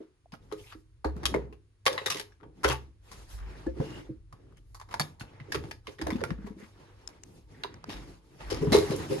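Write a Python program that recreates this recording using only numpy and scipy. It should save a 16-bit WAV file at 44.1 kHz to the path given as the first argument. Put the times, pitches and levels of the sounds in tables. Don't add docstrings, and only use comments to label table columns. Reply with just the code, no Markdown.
import sys
import numpy as np
from scipy import signal
from scipy.fft import rfft, irfft
from scipy.io import wavfile
from scipy.ndimage import uniform_filter1d

SR = 44100
rng = np.random.default_rng(int(sys.argv[2]) if len(sys.argv) > 2 else 0)


def dump(signal):
    limited = np.clip(np.atleast_2d(signal).T, -1, 1)
    pcm = np.round(limited * 32767).astype(np.int16)
    wavfile.write(sys.argv[1], SR, pcm)


N = 405719

# (time [s], level [dB], middle share [dB], top share [dB], first ring [Hz],
# second ring [Hz], second ring strength [dB], trail t60 before limits [s], left over right [dB])
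CLACKS = [(0.321, -41, -9, -24.5, 1030, 5030, 16, 0.072, 4),
          (0.338, -38.5, -29, -32, 690, 3140, 7, 0.035, -12),
          (0.352, -50.5, -2, -11, 1110, 3280, 9, 0.036, 6),
          (0.515, -40.5, -27, -32, 1010, 3160, 21, 0.094, 15),
          (0.524, -30, -19, -21.5, 1200, 4070, 15, 0.051, 2),
          (0.724, -34, -13.5, -27, 1290, 1790, -3, 0.076, 1.5),
          (1.045, -18, -29, -35, 870, 4350, 17, 0.12, 1.5),
          (1.164, -41.5, -19, -22, 1290, 2800, 2, 0.084, 0.5),
          (1.232, -29.5, -24, -31, 805, 3930, -12, 0.064, 2),
          (1.255, -11, 1, -8, 1150, 3320, -8, 0.049, 2.5),
          (1.341, -15.5, -22.5, -32.5, 965, 2060, 8, 0.075, 2.5),
          (1.526, -48.5, -17, -24, 1140, 2665, 18.5, 0.064, 4),
          (1.855, -28.5, -11, -11, 700, 5880, -1, 0.096, -3),
          (1.864, -7.5, -8, -19, 1120, 1870, 9, 0.057, 2.5),
          (1.871, -18, -14, -28, 1130, 2470, 4, 0.052, 0),
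          (1.926, -29.5, -10, -9.5, 870, 3480, 14, 0.081, 3),
          (1.978, -19, -14.5, -33, 1950, 3860, 16, 0.066, 2.5),
          (2.016, -39, -6, -26, 2080, 2610, 11, 0.08, 0),
          (2.06, -17, -11.5, -14.5, 1880, 3730, 14, 0.076, 4.5),
          (2.083, -26, -22, -30, 1200, 3020, -5, 0.03, 4), (2.101, -17.5, -5, -9, 1220, 5840, 14, 0.075, 0),
          (2.113, -22, -5, -12, 1120, 3800, 3, 0.096, 2), (2.122, -24, -2, -15, 1900, 2610, 15, 0.05, -2),
          (2.143, -27, 1, -8, 1170, 3800, 7, 0.14, 3), (2.158, -35, -11, -20, 1150, 2100, 0, 0.036, 2),
          (2.168, -29.5, 1, -6, 1980, 5250, 7, 0.11, -3),
          (2.197, -24.5, -2.5, -9.5, 1770, 3670, -10, 0.063, 2.5),
          (2.321, -48, -13, -27, 1690, 5600, 25, 0.073, 1),
          (2.401, -52.5, -24.5, -38.5, 1310, 3440, 7.5, 0.16, 8.5),
          (2.431, -39.5, -29, -43, 855, 3210, 12.5, 0.069, 4.5),
          (2.633, -22, -12, -15.5, 1305, 2740, 1.5, 0.19, -1),
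          (2.639, -13.5, -30, -23, 1300, 1995, 5, 0.079, 6),
          (2.645, -8.5, -15.5, -30, 1473, 2050, 3, 0.094, 2.5),
          (2.679, -15.5, -16, -16.5, 1090, 3280, 15, 0.16, 1),
          (2.701, -19.5, -13, -32, 890, 2800, 5, 0.13, 6.5),
          (2.719, -20, -22, -19, 1120, 2670, 6.5, 0.064, 3),
          (3.115, -37.5, -15, -13.5, 1040, 5450, 8, 0.11, 3),
          (3.374, -42.5, -18, -21, 1150, 3220, 3, 0.24, 3),
          (3.667, -40.5, -35, -25, 1710, 4290, 23, 0.04, 0), (3.8, -27, -33, -37.5, 730, 2830, 4, 0.091, 3),
          (4.326, -39, -23, -23, 1120, 797, 6, 0.054, 0.5),
          (4.524, -53, -31, -27, 1150, 2200, -1.5, 0.028, 0.5),
          (4.57, -56.5, -18, -9.5, 1146, 3040, 15.5, 0.08, 2.5),
          (4.746, -35, -23, -15.5, 1060, 4550, 17, 0.094, -1),
          (4.799, -35.5, -17, -17, 1050, 4930, 1, 0.046, 0),
          (4.813, -32, -17.5, -25, 930, 4830, -10, 0.074, 0),
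          (4.887, -41.5, -24, -27, 1140, 3950, 7, 0.21, -1), (4.91, -35, -14, -24, 980, 4600, 1, 0.22, 1),
          (4.941, -18, -23, -27, 920, 4660, 11, 0.03, 0), (4.997, -13.5, -17, -16, 1020, 1800, 0, 0.033, 2),
          (5.004, -18.5, -23, -18, 780, 1850, 11, 0.027, -3),
          (5.012, -22.5, -3, -10, 800, 3600, 11, 0.03, 2.5),
          (5.197, -38.5, -12, -12, 806, 4300, 19, 0.12, 0),
          (5.209, -28.5, -16.5, -27.5, 1480, 2660, 9, 0.049, 2.5),
          (5.4, -35, -15, -36, 2040, 2630, 4, 0.074, 1.5),
          (5.521, -19.5, -9, -16.5, 1800, 5100, 13, 0.072, -0.5),
          (5.545, -22, -11, -23.5, 1280, 3280, -8, 0.084, 1),
          (5.638, -36, -14, -25, 750, 2680, 2, 0.094, 1),
          (5.711, -27, -10.5, -20.5, 1790, 2500, 9, 0.047, 4),
          (5.87, -27.5, -3.5, -21.5, 1060, 2100, 3, 0.069, 0.0),
          (5.985, -32.5, -12, -26.5, 1860, 3730, 11, 0.11, 1),
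          (6.014, -27, -18, -23, 1910, 3380, 9, 0.068, 0.5),
          (6.068, -23, -25, -29, 670, 4560, -13, 0.082, 0.5),
          (6.104, -21.5, -18.5, -28.5, 2110, 1020, 4, 0.056, 0.5),
          (6.126, -39, -9, -19, 1180, 3540, 9, 0.1, 4), (6.158, -38.5, -11, -20, 912, 2720, 10, 0.063, 2.5),
          (6.184, -42, -21, -30, 1560, 3000, 0, 0.046, 0), (6.206, -32, -17, -31, 1790, 4040, 1, 0.073, 3),
          (6.238, -17.5, -18, -25, 1390, 2100, -1, 0.034, 1),
          (6.305, -26.5, -19.5, -37, 1820, 3200, -3, 0.042, 3.5),
          (6.462, -37.5, -22, -27, 920, 4300, -7, 0.19, 4), (6.59, -49, -22, -15, 1900, 3220, 8, 0.31, 0.5),
          (6.634, -46.5, -10, -20, 1180, 2800, -0.5, 0.14, 6),
          (7.088, -41.5, -19, -19.5, 950, 5370, 8, 0.059, -2),
          (7.636, -21.5, 1, -21, 1430, 3920, 2, 0.023, -3), (7.645, -24, -32, -35, 980, 3140, 1, 0.066, -4),
          (7.89, -29.5, -8, -22, 754, 2840, 9, 0.23, 3), (7.9, -30.5, -8.5, -19, 950, 3740, 10, 0.31, 2),
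          (8.404, -35.5, -13, -33, 890, 2840, -10, 0.22, -1),
          (8.501, -26, -10, -16.5, 1230, 2980, 3, 0.26, 2.5),
          (8.614, -33, -29, -21, 1020, 2840, 16, 0.24, 0.0),
          (8.671, -31.5, -37, -31, 947, 2900, 7, 0.088, 6),
          (8.721, -13.5, -12.5, -17.5, 710, 4070, 18, 0.25, -0.5),
          (8.741, -16, -19, -20.5, 900, 4100, -3, 0.19, 3), (8.778, -36, -12, -4, 2170, 4000, 7, 0.19, 6),
          (8.908, -30, -3, -11, 890, 2820, -7, 0.27, 4), (8.957, -32.5, -16, 6, 974, 6530, 2, 0.26, 2),
          (9.108, -33, -15, -23, 940, 5100, 18, 0.21, 0)]
# (time [s], peak [dB], pitch of the struck spot [Hz],
# t60 [s], left over right [dB])
THUDS = [(0.003, -35.5, 373, 0.086, -1), (0.329, -37, 169, 0.041, 2), (0.521, -27, 422, 0.11, -3),
         (0.748, -41, 314, 0.23, -2), (1.047, -22, 446, 0.045, -3), (1.053, -25.5, 323, 0.1, -2),
         (1.162, -31, 175, 0.083, 1), (1.345, -14.5, 426, 0.097, -2.5), (1.356, -30.5, 149, 0.11, 1),
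         (1.523, -44, 406, 0.12, -8), (1.864, -22.5, 473, 0.1, -1), (1.885, -29, 530, 0.19, -1),
         (1.908, -29, 492, 0.2, -3), (2.013, -32.5, 511, 0.057, -2), (2.061, -28, 440, 0.06, -3),
         (2.148, -34.5, 405, 0.12, -5), (2.197, -38.5, 418, 0.12, -4), (2.43, -49.5, 440, 0.17, -4),
         (2.648, -14, 442, 0.064, -2), (2.679, -29, 560, 0.055, 0), (2.7, -24, 493, 0.055, -2),
         (3.666, -20, 310, 0.066, 0.5), (3.678, -33, 514, 0.051, -4), (3.761, -35, 355, 0.19, -3),
         (3.799, -18, 155, 0.042, -1), (3.81, -25, 502, 0.05, -1), (4.091, -30, 330, 0.075, -3),
         (4.1, -32.5, 130.5, 0.11, 1), (4.331, -45, 109.6, 0.093, -2.5), (4.998, -26, 152, 0.14, -2),
         (5.212, -32, 137, 0.027, 0), (5.406, -35.5, 135, 0.1, 1), (5.482, -41.5, 430, 0.09, -9),
         (5.548, -26, 433, 0.056, -7), (5.563, -32, 137, 0.088, 0), (5.643, -34.5, 128, 0.073, -1.0),
         (5.876, -37.5, 387, 0.058, -9), (5.992, -35.5, 383, 0.059, -3), (6.015, -27, 312, 0.055, -4),
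         (6.065, -28, 522, 0.076, -7), (6.085, -26, 319, 0.098, -3), (6.123, -23, 199, 0.051, 1),
         (6.152, -20.5, 233, 0.04, 2), (6.214, -24.5, 540, 0.074, -3), (6.225, -27.5, 364, 0.12, -5),
         (6.307, -23.5, 168, 0.087, 6), (6.383, -35, 203, 0.15, 3), (6.442, -32, 200, 0.11, 4),
         (6.468, -41, 396, 0.08, -6), (6.503, -32.5, 204, 0.072, 7), (6.56, -38.5, 201, 0.11, 2),
         (6.6, -46, 412, 0.086, -7), (6.625, -39, 208, 0.07, 2), (7.645, -32.5, 419, 0.021, -5),
         (7.88, -31, 291, 0.09, -1), (8.42, -48, 160, 0.098, 3), (8.516, -21, 435, 0.055, 3.5),
         (8.612, -23, 160, 0.12, 3), (8.624, -18, 413, 0.08, 4), (8.648, -27, 422, 0.11, 0),
         (8.67, -18, 161, 0.1, 1), (8.718, -14, 219, 0.053, 3), (8.727, -14.5, 634, 0.22, 1),
         (8.743, -5, 414, 0.12, 1), (8.777, -13.5, 414, 0.08, -2), (8.822, -26.5, 484, 0.06, -5),
         (8.901, -18, 160, 0.046, 2), (8.915, -21, 442, 0.095, 5), (8.936, -22.5, 399, 0.074, -5),
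         (9.099, -24.5, 376, 0.086, 3), (9.105, -27, 138.4, 0.21, 0), (9.114, -18, 404, 0.1, 2.5),
         (9.15, -29, 380, 0.12, -6)]
# (time [s], level [dB], pitch [Hz])
BOOMS = [(1.055, -26, 67.2), (1.248, -32, 65.7), (1.35, -34, 63.5), (2.649, -26.5, 68.7),
         (2.696, -27.5, 129.7), (3.33, -34.5, 54), (3.409, -31, 52.2), (3.667, -32, 63.3),
         (4.098, -48, 73.1), (5.55, -36, 73.5), (6.025, -32.5, 70.8), (6.308, -35.5, 55),
         (7.942, -39, 49.6), (8.533, -35.5, 70.4), (8.736, -39, 53.5)]
# (time [s], level [dB], low ring [Hz], high ring [Hz],
# high against low [dB], left over right [dB])
TICKS = [(7.075, -31, 5300, 7000, -2, 5.5), (7.133, -54, 2110, 4750, -17, -4),
         (7.235, -39.5, 2850, 6800, 14, 5.5), (7.741, -41, 1540, 5200, -11, 1),
         (7.841, -34, 1230, 4450, -15, 0)]
# (time [s], level [dB], pitch [Hz],
# t60 before limits [s])
PINGS = [(0.258, -39.5, 686, 0.018), (1.341, -27, 2140, 0.053), (2.732, -31.5, 880, 0.15),
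         (3.663, -34, 853, 0.031), (3.667, -43, 1720, 0.09), (4.996, -17.5, 4510, 0.029),
         (5.012, -21, 4480, 0.043), (5.522, -31, 1835, 0.045), (6.128, -44, 3554, 0.082),
         (8.726, -29.5, 2133, 0.26)]
# (start [s], length [s],
# first pitch [Hz], last pitch [Hz], width [Hz], level before the fade in and out [dB])
SCRAPES = [(.575, .06, 2940, 3220, 500, -59.5), (0.633, 0.033, 2290, 2250, 300, -61),
           (0.657, 0.086, 2600, 3300, 1200, -56), (0.704, 0.051, 4600, 4600, 400, -67),
           (0.712, 0.04, 1290, 1300, 500, -57), (1.876, 0.11, 870, 880, 60.4, -45),
           (1.882, 0.11, 564, 535, 122, -47), (3.362, 0.25, 1220, 1960, 905, -59.5),
           (3.793, 0.24, 2820, 2900, 200, -57), (3.839, 0.24, 305, 301, 30, -47.5),
           (4.329, 0.21, 391, 351, 149, -62), (4.562, 0.036, 3030, 3050, 300, -70),
           (4.561, 0.031, 1980, 1900, 602, -69), (4.757, 0.51, 886, 850, 306, -67),
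           (6.366, 0.14, 1190, 1790, 810, -61.5), (6.58, 0.089, 1900, 1880, 700, -58),
           (7.509, 0.27, 1890, 1900, 400, -63), (8.61, 0.14, 1040, 950, 150, -60),
           (8.62, .06, 5300, 5200, 400, -58), (8.729, 0.06, 4020, 3950, 250, -46),
           (8.861, 0.049, 840, 820, 80, -46), (8.868, .025, 1950, 1950, 150, -47),
           (8.904, 0.051, 3940, 3970, 250, -49), (8.907, .06, 1090, 1050, 120, -50),
           (9.11, 0.056, 2130, 2180, 250, -54)]
# (start [s], rise [s], hold [s], rustle before the panels ring [dB],
# brightness [dB per octave above 2 kHz], drag on the desk [dB])
STROKES = [(0, 0.0044, 0.01, -60, -5, -80), (0.363, 0.067, 0.18, -65.5, -1.5, -56.5),
           (0.512, 0.077, 0.11, -60.5, 4.5, -75), (1.067, 0.16, 0.16, -51.5, -5.5, -39),
           (1.362, 0.042, 0.072, -66, -12.5, -44), (1.874, 0.06, 0.083, -45, -2.5, -55),
           (2.05, 0.014, 0.12, -45.5, -1.5, -48), (2.385, 0.061, 0.033, -72, -7, -50.5),
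           (2.51, 0.11, 0.22, -60, -2, -49), (2.992, 0.15, 0.086, -53, 0.5, -55),
           (3.265, 0.046, 0.018, -51, 3.5, -58), (3.328, 0.15, 0.19, -51.5, -3.5, -48),
           (3.716, 0.13, 0.14, -45, -3, -40), (4.284, 0.059, 0.19, -68, -4, -60.5),
           (4.548, 0.035, 0.24, -81.5, 6, -70), (4.845, 0.086, 0.15, -56.5, -0.5, -49.5),
           (5.18, 0.043, 0.41, -55.5, -6, -54), (5.476, 0.033, 0.18, -55.5, 1, -42.5),
           (5.831, 0.046, 0.048, -57.5, 0, -58.5), (5.973, 0.033, 0.3, -50, -3.5, -39.5),
           (6.3, 0.12, 0.079, -59.5, -2.5, -49), (6.54, 0.05, 0.098, -58.5, 0, -72),
           (6.689, 0.12, 0.34, -56, -3.5, -54), (7.165, 0.096, 0.13, -62, 2, -50.5),
           (7.45, 0.07, 0.25, -60, -1.5, -50), (7.622, 0.067, 0.34, -55, -7.5, -58),
           (7.853, 0.025, 0.23, -52.5, -0.5, -46.5), (8.166, 0.15, 0.16, -61, 0, -54),
           (8.37, 0.051, 0.068, -44, -3, -44.5), (8.488, 0.034, 0.063, -39.5, -4.5, -35),
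           (8.598, 0.03, 0.1, -42, -5.5, -30), (8.663, 0.058, 0.2, -38.5, -0.5, -40.5),
           (8.852, 0.047, 0.15, -39.5, -1.5, -33.5), (9.058, 0.045, 0.087, -41, 1, -34.5)]
# (time [s], level [dB])
RUMBLE_LEVEL = [(0.0, -92), (0.28, -58), (0.56, -51), (1.13, -53.5), (1.25, -52), (1.33, -50),
                (1.56, -66.5), (1.84, -64), (2.61, -52), (2.79, -55), (3.02, -57), (3.23, -49),
                (3.41, -46.5), (3.54, -50), (4.23, -48), (4.46, -53.5), (5.99, -50), (6.2, -41.5),
                (6.74, -57.5), (6.94, -59), (8.1, -51), (8.25, -77.5), (8.5, -41), (8.63, -45),
                (8.74, -28.5), (9.2, -76)]
# (pitch [Hz], level [dB], t60 [s])
BODY_MODES = [(125, -16.5, 0.058), (214, 6, 0.057), (242, -0.5, 0.043), (319.9, 2.5, 0.23),
              (377.7, -3, 0.077), (413.8, 4, 0.17), (482, -2.5, 0.1), (513, 0, 0.19), (566, -2, 0.069),
              (642, 2, 0.034)]
# (pitch [Hz], width [Hz], level [dB])
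PANEL_MODES = [(860, 120, -1.5), (1126, 49, -3), (1640, 70, -7), (1890, 46, -7), (2094, 150, -6),
               (2540, 60, -12.5), (3120, 50, -8.5), (3490, 43, -8.5), (3820, 44, -3), (4430, 90, -13),
               (5100, 950, -2), (5690, 330, -11), (6340, 460, -6.5), (7360, 80, -15)]
# (frequency [Hz], level per Hz [dB])
RUSTLE_COLOUR = [(290, -19.5), (500, -3.5), (698, -20.5), (919, 0), (1000, -9), (2190, -13), (2930, -14.5),
                 (10200, -22.5), (12300, -28), (13600, -34), (16000, -40.5)]
DRAG_COLOUR = [(65, -28.5), (110, -0.5), (236, -14), (308, -5.5), (367, -10), (434, -12), (522, -16.5),
               (570, -21.5), (900, -23.5), (1170, -44), (1980, -120)]
RUMBLE_COLOUR = [(12, -55.5), (20, -17), (54, 9), (70, -5), (97, 5.5), (130, -6), (160, -20), (210, -42),
                 (350, -120)]
ROOM_TONE_COLOUR = [(47, -38.5), (80, 3), (114, -3), (178, -22), (331, -12), (615, -27), (1090, -26),
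                    (4730, -32.5), (8050, -37), (9610, -32.5), (16000, -80)]
# (frequency [Hz], likeness [0 to 1])
LIKENESS = [(60, 1), (200, 0.92), (450, 0.71), (800, 0.67), (2000, 0.062), (6000, 0.26), (9000, 0.55),
            (10800, 0.68), (13500, 0.9)]
# (frequency [Hz], phase [radians])
MIC_LEAD = [(0, 0), (130, 0.64), (420, -0.13), (520, 1.26), (650, 2), (860, 2), (1120, 0.68), (1550, 0.8),
            (2150, 0), (2410, 1.16), (6030, 9.5), (6370, 7.5), (7750, 3), (10200, 0.65), (12500, 0.5),
            (13200, -3.5), (16500, -3)]
# (frequency [Hz], t60 [s])
ROOM_DECAY = [(150, 0.3), (500, 0.24), (2000, 0.22), (8000, 0.19)]
# (frequency [Hz], level [dB])
ROOM_COLOUR = [(200, -5.5), (500, -1.5), (1000, -2.5), (12400, -0.5)]

TRAIL_DB, TRAIL_DB_PER_DOUBLING = -6, 1.5
CREST_DB = 9.5
THUD_RISE_S = 0.0041
BOOM_CYCLES = 40
STROKE_FADE_DB_PER_S = 158.5
SWELL_DB = 1.35
ROOM_TONE_DB, ROOM_TAIL_DB = -64, -7
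HUM_HZ, HUM_DB, HUM_WAVER_DB = 100, -60, 5.4
EDGE_HZ = 15800


def clack(db, middle, top, first_hz, second_hz, second_db, t60, pan):
    t = np.maximum(np.arange(8192) / SR - .002, 0)
    hz = np.fft.rfftfreq(8192, 1 / SR)
    t60 = np.clip(t60, .006, .3)
    colour = read([(300, -30.0), (600, -16.0), (1400, -15.5), (3000, middle - 5), (7000, top - 8),
                   (11000, top - 8), (13000, top - 17), (15500, top - 19)], hz)
    panels = 0
    for (f, width, level), (u, v) in zip(PANEL_MODES, rng.standard_normal((len(PANEL_MODES), 2))):
        panels = panels + gain_of(level + 3.8 * u) * ring(hz, f * (1 + 0.02 * v), width)
    part = 4.4 * ring(hz, first_hz, 150) + gain_of(second_db) * ring(hz, second_hz, 190)

    crack = 1.9 * (1 - np.exp(-t / 0.0006)) * gain_of(-60 * t / 0.0052)
    strengths = np.minimum(rng.exponential(1, 128), 4)
    contacts = gain_of(3.5 * np.repeat(strengths, 64) - 3)
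    trail_db = TRAIL_DB + TRAIL_DB_PER_DOUBLING * np.log2(t60 / 0.022)
    trail = gain_of(trail_db - 60 * t / t60) * contacts * (1 - np.exp(-t / 0.0024))

    noise = rng.standard_normal((2, len(t)))
    crack_spectra = rfft(noise * crack) * (1 + panels + part)
    trail_spectra = rfft(noise * trail) * (1 + 1.3 * panels + 0.68 * part)
    a, b = crack_spectra + trail_spectra
    burst = irfft(paired(a, b, hz) * gain_of(colour))
    burst /= np.sqrt(uniform_filter1d(burst.mean(0) ** 2, size=64).max())
    return gain_of(db - CREST_DB) * burst[:, :-256] * panned(pan)


def thud(db, hz, t60, pan):
    t = np.arange(12000) / SR
    t60 = np.clip(t60, .02, .5)
    out = gain_of(-60 * t / t60) * np.sin(2 * np.pi * hz * t - right_lag(hz))
    count = len(BODY_MODES)
    turns = rng.uniform(-0.23, 0.22, (count, 1, 1)) + 0.1 * rng.standard_normal((count, 2, 1))
    spread = rng.standard_normal((count, 2))
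    for (mode_hz, mode_db, mode_t60), turn, (u, v) in zip(BODY_MODES, turns, spread):
        mode_hz, mode_db = mode_hz * (1 + 0.025 * u), mode_db + 3.9 * v
        near_db = -4 - 17 * abs(np.log2(mode_hz / hz))
        fade = gain_of(mode_db + near_db - 60 * t / np.sqrt(mode_t60 * t60))
        out += fade * np.sin(2 * np.pi * (mode_hz * t + turn) - right_lag(mode_hz))
    out *= 1 - np.exp(-(t / THUD_RISE_S) ** 2)
    return gain_of(db) * out / abs(out).max() * panned(pan)


def boom(db, hz):
    t = np.arange(SR) / SR
    shape = (1 - np.exp(-t / 0.0055)) * gain_of(db - 60 * t * hz / BOOM_CYCLES)
    return shape * np.sin(2 * np.pi * (hz * t + np.array([[-.06], [.06]])))


def tick(db, low_hz, high_hz, high_db, pan):
    t, hz = np.arange(1024) / SR, np.fft.rfftfreq(1024, 1 / SR)
    a, b = rfft(rng.standard_normal((2, len(t))) * t * gain_of(-60 * t / 0.0064))
    high = ring(hz, high_hz, 910) + 0.027 * ring(hz, high_hz, 4150)
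    body = ring(hz, low_hz, 370) + gain_of(high_db) * high
    body /= 1 + (hz / 10000) ** 6
    sound = irfft(paired(a, b, hz) * body)[:, :512]
    return gain_of(db) * sound / abs(sound.mean(0)).max() * panned(pan)


def ping(db, hz, t60):
    t = np.arange(SR // 4) / SR
    shape = (1 - np.exp(-t / 0.0019)) * gain_of(db - 60 * t / np.clip(t60, .02, .4))
    return shape * np.sin(2 * np.pi * (hz * t + np.array([[0], [.1]])))


def scrape(length, first_hz, last_hz, width_hz, db):
    t = np.arange(0, max(length, .01), 1 / SR)
    slips = gain_of(3.0 * np.repeat(rng.standard_normal(len(t) // 256 + 1), 256)[:len(t)])
    a, b = rng.standard_normal((2, len(t))) * slips
    turn = np.exp(2j * np.pi * np.cumsum(np.linspace(first_hz, last_hz, len(t))) / SR)
    r = np.exp(-np.pi * 1.55 * max(width_hz, 10) / SR)
    slow = signal.lfilter([1], np.convolve([1, -r], [1, -r]), np.array([a, 0.37 * a + .8 * b]) / turn)
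    sound = evened((slow * turn * np.exp(-1j * right_lag(first_hz))).real)
    return gain_of(db) * sound * np.sin(np.pi * t / len(t) * SR) ** .6


def rustle_and_drag():
    t = np.arange(N) / SR
    rustling, bright, dragging = np.full((3, N), 1e-12)
    for start, rise, hold, rustle_db, bright_db, drag_db in STROKES:
        shape = np.clip((t - start) / max(rise, .005), 0, 1) ** 2.68
        shape *= gain_of(-2 * STROKE_FADE_DB_PER_S * np.clip(t - start - rise - hold, 0, 1))
        rustling += shape * gain_of(2 * rustle_db)
        bright += shape * gain_of(2 * rustle_db) * bright_db
        dragging += shape * gain_of(2 * drag_db)
    pressure = gain_of(SWELL_DB * slow_waver(1500))
    cloth = through_panels(hiss(RUSTLE_COLOUR, size=256, patchy_db=2.0, tilt_db=bright / rustling))
    desk = hiss(DRAG_COLOUR, size=1024, patchy_db=2.5)
    return pressure * (np.sqrt(rustling) * cloth + np.sqrt(dragging) * desk)


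def through_panels(x):
    size = N + N % 2
    hz = np.fft.rfftfreq(size, 1 / SR)
    panels = sum(0.38 * gain_of(level) * ring(hz, f, width) for f, width, level in PANEL_MODES)
    return irfft(rfft(x, size) * (1 + panels))[:, :N]


def rumble():
    level_db = np.interp(np.arange(N) / SR, *np.transpose(RUMBLE_LEVEL))
    return gain_of(level_db) * hiss(RUMBLE_COLOUR, size=4096, patchy_db=3.5)


def room(x):
    taps = np.zeros((2, SR // 2))
    at = np.arange(200, SR // 2 - 20, 20)
    at = at + rng.integers(0, 20, (2, len(at)))
    np.put_along_axis(taps, at, rng.choice([-1., 1.], at.shape), 1)
    hz, t, z = signal.stft(taps, SR, nperseg=256)
    z = paired(z[0].T, z[1].T, hz).transpose(0, 2, 1)
    fade_db = read(ROOM_COLOUR, hz)[:, None] - 60 * t / read(ROOM_DECAY, hz)[:, None]
    tail = signal.istft(z * gain_of(fade_db), SR, nperseg=256)[1]
    tail /= np.linalg.norm(tail[0])
    return signal.fftconvolve(x.mean(0)[None], tail, axes=1)[:, :N]


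def hum():
    t = np.arange(N) / SR
    near = np.interp(t, [.25, .4, 5.4, 6.5], [0, 0.3, 0.92, 0.38])
    return gain_of(HUM_DB + HUM_WAVER_DB * slow_waver(4000)) * near * np.sin(2 * np.pi * HUM_HZ * t)


def room_tone():
    return gain_of(ROOM_TONE_DB) * hiss(ROOM_TONE_COLOUR, size=1024, patchy_db=0.0)


def hiss(colour, size, patchy_db, tilt_db=0.):
    hop, hz = size // 4, np.fft.rfftfreq(size, 1 / SR)
    frames = N // hop + 5
    a, b, c, d, patches = rng.standard_normal((5, frames, len(hz)))
    patches = evened(uniform_filter1d(uniform_filter1d(patches, size=20, axis=0), size=4, axis=1))
    tilt = np.interp(np.arange(frames) * hop, np.arange(N), tilt_db * np.ones(N))[:, None]
    octaves = np.log2(np.maximum(hz, 2000) / 2000)
    z = paired(a + 1j * b, c + 1j * d, hz) * gain_of(read(colour, hz))
    z /= np.sqrt(np.mean(abs(z) ** 2))
    z *= gain_of(patchy_db * patches + tilt * octaves)
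    out = signal.istft(z.transpose(0, 2, 1), nperseg=size, noverlap=size - hop)[1][:, :N]
    return out / np.sqrt(len(hz))


def ring(hz, centre, width):
    return 1 / (1 + 2j * (hz - centre) / width)


def paired(a, b, hz):
    same = np.clip(read(LIKENESS, hz), -1, 1)
    right = same * a + np.sqrt(1 - same ** 2) * b
    return np.array([a, right * np.exp(-1j * read(MIC_LEAD, hz))])


def right_lag(hz):
    return read(MIC_LEAD, hz) * np.array([[0], [1]])


def panned(db):
    return gain_of([[db / 2], [-db / 2]])


def slow_waver(size):
    return evened(uniform_filter1d(uniform_filter1d(rng.standard_normal(N), size=size), size=size))


def gain_of(db):
    return 10 ** (np.asarray(db) / 20)


def evened(x):
    return x / np.sqrt(np.mean(x ** 2) + 1e-20)


def read(points, hz):
    f, value = np.transpose(points)
    return np.interp(np.log(hz + 1), np.log(f + 1), value)


def add(mix, s, sound):
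    part = mix[:, round(s * SR):][:, :sound.shape[1]]
    part += sound[:, :part.shape[1]]


def scene():
    hits, near = np.zeros((2, 2, N))
    for s, *row in CLACKS:
        add(hits, s - .002, clack(*row))
    for s, *row in THUDS:
        add(hits, s, thud(*row))
    for table, sound in [(BOOMS, boom), (TICKS, tick), (SCRAPES, scrape), (PINGS, ping)]:
        for s, *row in table:
            add(near, s, sound(*row))
    moves = rustle_and_drag() + rumble()
    return hits + gain_of(ROOM_TAIL_DB) * room(hits) + near + moves + hum() + room_tone()


def record(dry):
    low_pass = signal.firwin(511, EDGE_HZ, window=("kaiser", 9), fs=SR)
    return signal.oaconvolve(dry, low_pass[None], "same")


dry = scene()
out = record(dry)
dump(out)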